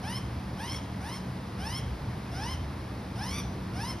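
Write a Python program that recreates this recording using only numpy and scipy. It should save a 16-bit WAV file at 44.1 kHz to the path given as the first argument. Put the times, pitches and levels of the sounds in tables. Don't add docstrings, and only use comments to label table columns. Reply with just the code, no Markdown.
import sys
import numpy as np
from scipy import signal
from scipy.fft import rfft, irfft
from scipy.io import wavfile

SR = 44100
rng = np.random.default_rng(int(sys.argv[2]) if len(sys.argv) > 2 else 0)


def store_pcm(level_fs):
    pcm = np.round(np.clip(level_fs, -1, 1) * 32767).astype(np.int16)
    wavfile.write(sys.argv[1], SR, np.atleast_2d(pcm).T)


N = 176400

ATTACK_S, RELEASE_S, VOICING_S = 0.0062, 0.032, 0.03
DROP_HZ, FALL_FADE_DB = 110.3, 2.5
JITTER, HARSH_JITTER, JITTER_RATE_HZ = 0.0049, 0.016, 93
HARSH_FROM, RATTLE_DEPTH, RASP_HZ = 0.42, 0.3, 170
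RASP_CALM, RASP_HARSH = 0.1, 0.6
SHIMMER_DB, BREATH_DB, RASP_HISS_DB = 1.5, -57.5, -55
NASAL_HZ, WHISTLE_HZ, EDGE_HZ, PEAK_OCTAVES = 3100, 5250, 9000, 0.065
EARLY_PITCH_HZ, LATE_PITCH_HZ = 920, 1030


def bird():
    # (start [s], rise [s], fall [s], pitch at five even steps of the rise [Hz], gain [dB],
    # nasal peak [dB], early whistle [dB], late whistle [dB], edge [dB], harshness [0-1])
    calls = [(.010, 0.17, 0.014, (687, 790, 916, 1013, 1089), -1, 3, 1, 2.5, 2.5, 0.1),
             (.565, 0.19, 0.029, (675, 850, 987, 1068, 1104), -1, 2.5, -5, 0, 1.5, 0.71),
             (1.000, 0.16, 0.023, (682.6, 790, 924, 1033, 1088), -2, -4.5, -6, -2.5, 1, 0.37),
             (1.570, 0.21, .022, (663, 765, 893, 1009, 1101), -0.5, 3, 1, 3, 2.2, 0.2),
             (2.310, .218, .024, (650, 730, 838, 982, 1047), 0, 1, 5.5, -1.5, -0.5, 0.13),
             (3.150, 0.24, .030, (647.6, 800, 996, 1128, 1188), 0, -0.5, 3, 2.5, 1, 0.46),
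             (3.730, 0.18, 0.024, (659, 745, 872.5, 1009, 1061), 0.6, -5.5, 2, 2, 1, 0.01)]
    out = np.zeros(N + SR)
    for start_s, rise_s, fall_s, climb_hz, gain_db, *timbre in calls:
        call = squawk(rise_s, fall_s, climb_hz, *timbre)
        onset = int(start_s * SR)
        out[onset:onset + len(call)] += from_db(gain_db) * call
    return out[:N]


def squawk(rise_s, fall_s, climb_hz, nasal_db, early_db, late_db, edge_db, harshness, harmonics=18):
    # (frequency [Hz], base level of a harmonic [dB])
    spectrum = [(600, -42.5), (780, -44.5), (940, -42), (1060, -49), (1170, -48), (1400, -46.5),
                (1700, -42.5), (1830, -51), (2200, -52), (2380, -49), (2520, -49), (2800, -52.5),
                (3150, -50), (3600, -55), (4200, -57.5), (4800, -55), (5050, -50.5), (5300, -43.5),
                (5600, -54), (5900, -51.5), (6200, -63), (6600, -59.5), (7500, -91), (8600, -56),
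                (9500, -58.5), (10000, -63), (10500, -61), (12200, -69.5), (14500, -94)]
    # (pitch [Hz], gain of the fundamental [dB], gain of the overtones [dB])
    effort = [(684, -7.5, -7.5), (772, -1, -6), (820, -1, -3.5), (938, 0.5, 2), (1080, 1, 2),
              (1185, 1.5, 6.5)]
    t = np.arange(int((rise_s + fall_s + RELEASE_S / 2) * SR)) / SR
    size = len(t)
    risen = np.clip(t / rise_s, 0, 1)
    fallen = np.maximum(t - rise_s, 0) / fall_s
    strain = harshness * np.clip((risen - HARSH_FROM) * 6, 0, 1)
    climb = np.polyfit(np.linspace(0, 1, len(climb_hz)), climb_hz, len(climb_hz) - 1)
    hz = np.polyval(climb, risen) - DROP_HZ * fallen ** 1.61
    jitter = JITTER * drift(JITTER_RATE_HZ, size) + HARSH_JITTER * strain * drift(2 * RASP_HZ, size)
    phase = 2 * np.pi * np.cumsum(hz * (1 + jitter)) / SR
    pitches, *gains = np.transpose(effort)
    fundamental_db, overtones_db = [np.interp(hz, pitches, gain) for gain in gains]
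    whistle_db = np.interp(hz, (EARLY_PITCH_HZ, LATE_PITCH_HZ), [early_db, late_db])
    rasp = RASP_CALM + RASP_HARSH * strain
    voice = 0
    for k in range(1, harmonics + 1):
        db = at_hz(spectrum, k * hz) + (overtones_db if k > 1 else fundamental_db)
        db += timbre_db(k * hz, nasal_db, whistle_db, edge_db) + SHIMMER_DB * drift(48, size)
        tone = np.sin(k * phase)
        noise_band = drift(RASP_HZ, size) * tone + drift(RASP_HZ, size) * np.cos(k * phase)
        voice += from_db(db) * (np.sqrt(2 * (1 - rasp)) * tone + np.sqrt(rasp) * noise_band)
    puffs = rng.standard_normal(size) * (1 + np.cos(phase))
    hiss = irfft(rfft(puffs) * from_db(at_hz(spectrum, bins(size))) * np.sqrt(bins(size)), size)
    hiss *= (from_db(BREATH_DB) + strain * from_db(RASP_HISS_DB)) / hiss.std()
    voicing = np.clip(t / VOICING_S, 0, 1) * from_db(-FALL_FADE_DB * np.minimum(fallen, 1))
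    envelope = np.clip(t / ATTACK_S, 0, 1) * np.clip((t[-1] - t) / RELEASE_S, 0, 1)
    rattle = 1 + RATTLE_DEPTH * strain * drift(RASP_HZ, size)
    return envelope * (voicing * voice + hiss) * rattle


def timbre_db(hz, nasal_db, whistle_db, edge_db):
    nasal = np.exp(-0.5 * (np.log2(hz / NASAL_HZ) / PEAK_OCTAVES) ** 2)
    whistle = np.exp(-0.5 * (np.log2(hz / WHISTLE_HZ) / PEAK_OCTAVES) ** 2)
    edge = np.clip((hz / EDGE_HZ) ** 10, 0, 1)
    return nasal_db * nasal + whistle_db * whistle + edge_db * edge


def yard(direct, t60_s=0.5, tail_db=-11.5):
    # (delay [s], gain [dB])
    reflections = [(.0075, -16.5), (.017, -14), (.036, -19.5)]
    # (frequency [Hz], relative level [dB])
    colour = [(900, -5), (3200, 6.5), (5300, -3.5), (6500, 10), (10000, -5)]
    t = np.arange(N) / SR
    echoes = sum(from_db(db) * np.interp(t - delay, t, direct, left=0) for delay, db in reflections)
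    build_up = np.clip(t[:SR] / 0.022, 0, 1)
    tail = diffuse_noise(colour, SR) * from_db(-60 * t[:SR] / t60_s) * build_up
    tail /= np.sqrt(np.sum(tail ** 2) / 2)
    reverberation = signal.fftconvolve(direct[None], tail, axes=1)[:, :N]
    return direct + echoes + from_db(tail_db) * reverberation


def traffic():
    # (frequency [Hz], base density [dB per Hz])
    rumble = [(20, -90), (32, -70), (46, -71.5), (64, -54.5), (82, -56), (100, -59), (120, -53.5),
              (155, -64.5), (230, -76), (400, -117), (1000, -130)]
    roar = [(150, -93), (230, -68.5), (310, -72), (450, -82), (800, -100), (2000, -130)]
    wash = [(25, -99), (100, -75.5), (200, -64), (280, -69.5), (400, -75), (600, -76.5), (950, -75.5),
            (1400, -82), (2000, -84.5), (3000, -90.5), (5200, -92), (7000, -104), (10000, -100),
            (12500, -105), (14000, -125)]
    # (time [s], gain [dB])
    rumble_gain = [(0, 0), (.7, -3), (1, -4), (1.35, -2.5), (1.7, -1), (1.92, 4), (2.1, 1.5), (2.25, -3.5),
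                   (2.46, 2), (2.7, 0), (2.95, -2.5), (3.5, -0.5), (4, -2)]
    roar_gain = [(0, -4), (1.2, -9), (1.75, 1), (2.1, -4), (2.4, -1), (3, -2), (3.5, 2.5), (4, 2.5)]
    wash_gain = [(0, 1), (.9, 0.5), (1.7, .5), (2.2, 1), (2.8, 0.5), (3.4, 0.5), (4, 1)]
    layers = [(rumble, rumble_gain), (roar, roar_gain), (wash, wash_gain)]
    return sum(diffuse_noise(spectrum, N) * from_db(in_time(gain)) for spectrum, gain in layers)


def motor_hum(pitch_hz=187, waver_hz=1.8, flicker_db=2):
    # (time [s], level [dB])
    level = [(0, -44), (.4, -46), (1.4, -44.5), (1.7, -48.5), (2.3, -52.5), (2.9, -50.5), (3.4, -40),
             (4, -46.5)]
    phase = 2 * np.pi * np.cumsum(pitch_hz + waver_hz * drift(4.55, N)) / SR
    return np.sqrt(2) * from_db(in_time(level) + flicker_db * drift(5.5, N)) * np.sin(phase)


def diffuse_noise(spectrum, size):
    # (frequency [Hz], coherence [0-1])
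    likeness = [(60, .9999), (170, .9995), (270, .985), (420, .84), (700, .56), (1200, .62), (2100, .83),
                (4000, .86), (7000, .75), (12000, .7)]
    hz = bins(size)
    coherence = at_hz(likeness, hz)
    mid, side = rfft(rng.standard_normal((2, size)))
    stereo = np.sqrt((1 + coherence) / 2) * mid + np.sqrt((1 - coherence) / 2) * side * [[1], [-1]]
    return irfft(stereo * from_db(at_hz(spectrum, hz)), size) * np.sqrt(SR / 2)


def drift(rate_hz, size):
    pole = np.exp(-2 * np.pi * rate_hz / SR)
    slow = signal.lfilter([1], [1, -2 * pole, pole * pole], rng.standard_normal(size + SR))[SR:]
    return slow / slow.std()


def from_db(db):
    return 10 ** (np.asarray(db) / 20)


def in_time(rows):
    return np.interp(np.arange(N) / SR, *np.transpose(rows))


def at_hz(points, hz):
    knots_hz, values = np.transpose(points)
    return np.interp(np.log(np.maximum(hz, 1)), np.log(knots_hz), values)


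def bins(size):
    return np.arange(size // 2 + 1) * SR / size


def scene():
    return yard(bird()) + traffic() + motor_hum()


def record(dry, cutoff_hz=15700):
    # (frequency [Hz], phase [rad])
    port_phase = [(100, 0), (1600, 0), (2800, .7), (4400, .65), (5200, 0), (6030, 1.2), (7600, 3.14),
                  (9500, 5.1), (11200, 6.3), (13000, 7.6), (15000, 9.2)]
    lead = np.interp(bins(N), *np.transpose(port_phase))
    ports = irfft(rfft(dry) * np.exp(0.5j * lead * np.array([[1], [-1]])), N)
    return signal.sosfilt(signal.ellip(10, 0.2, 80, cutoff_hz, fs=SR, output="sos"), ports)


dry = scene()
out = record(dry)
store_pcm(out)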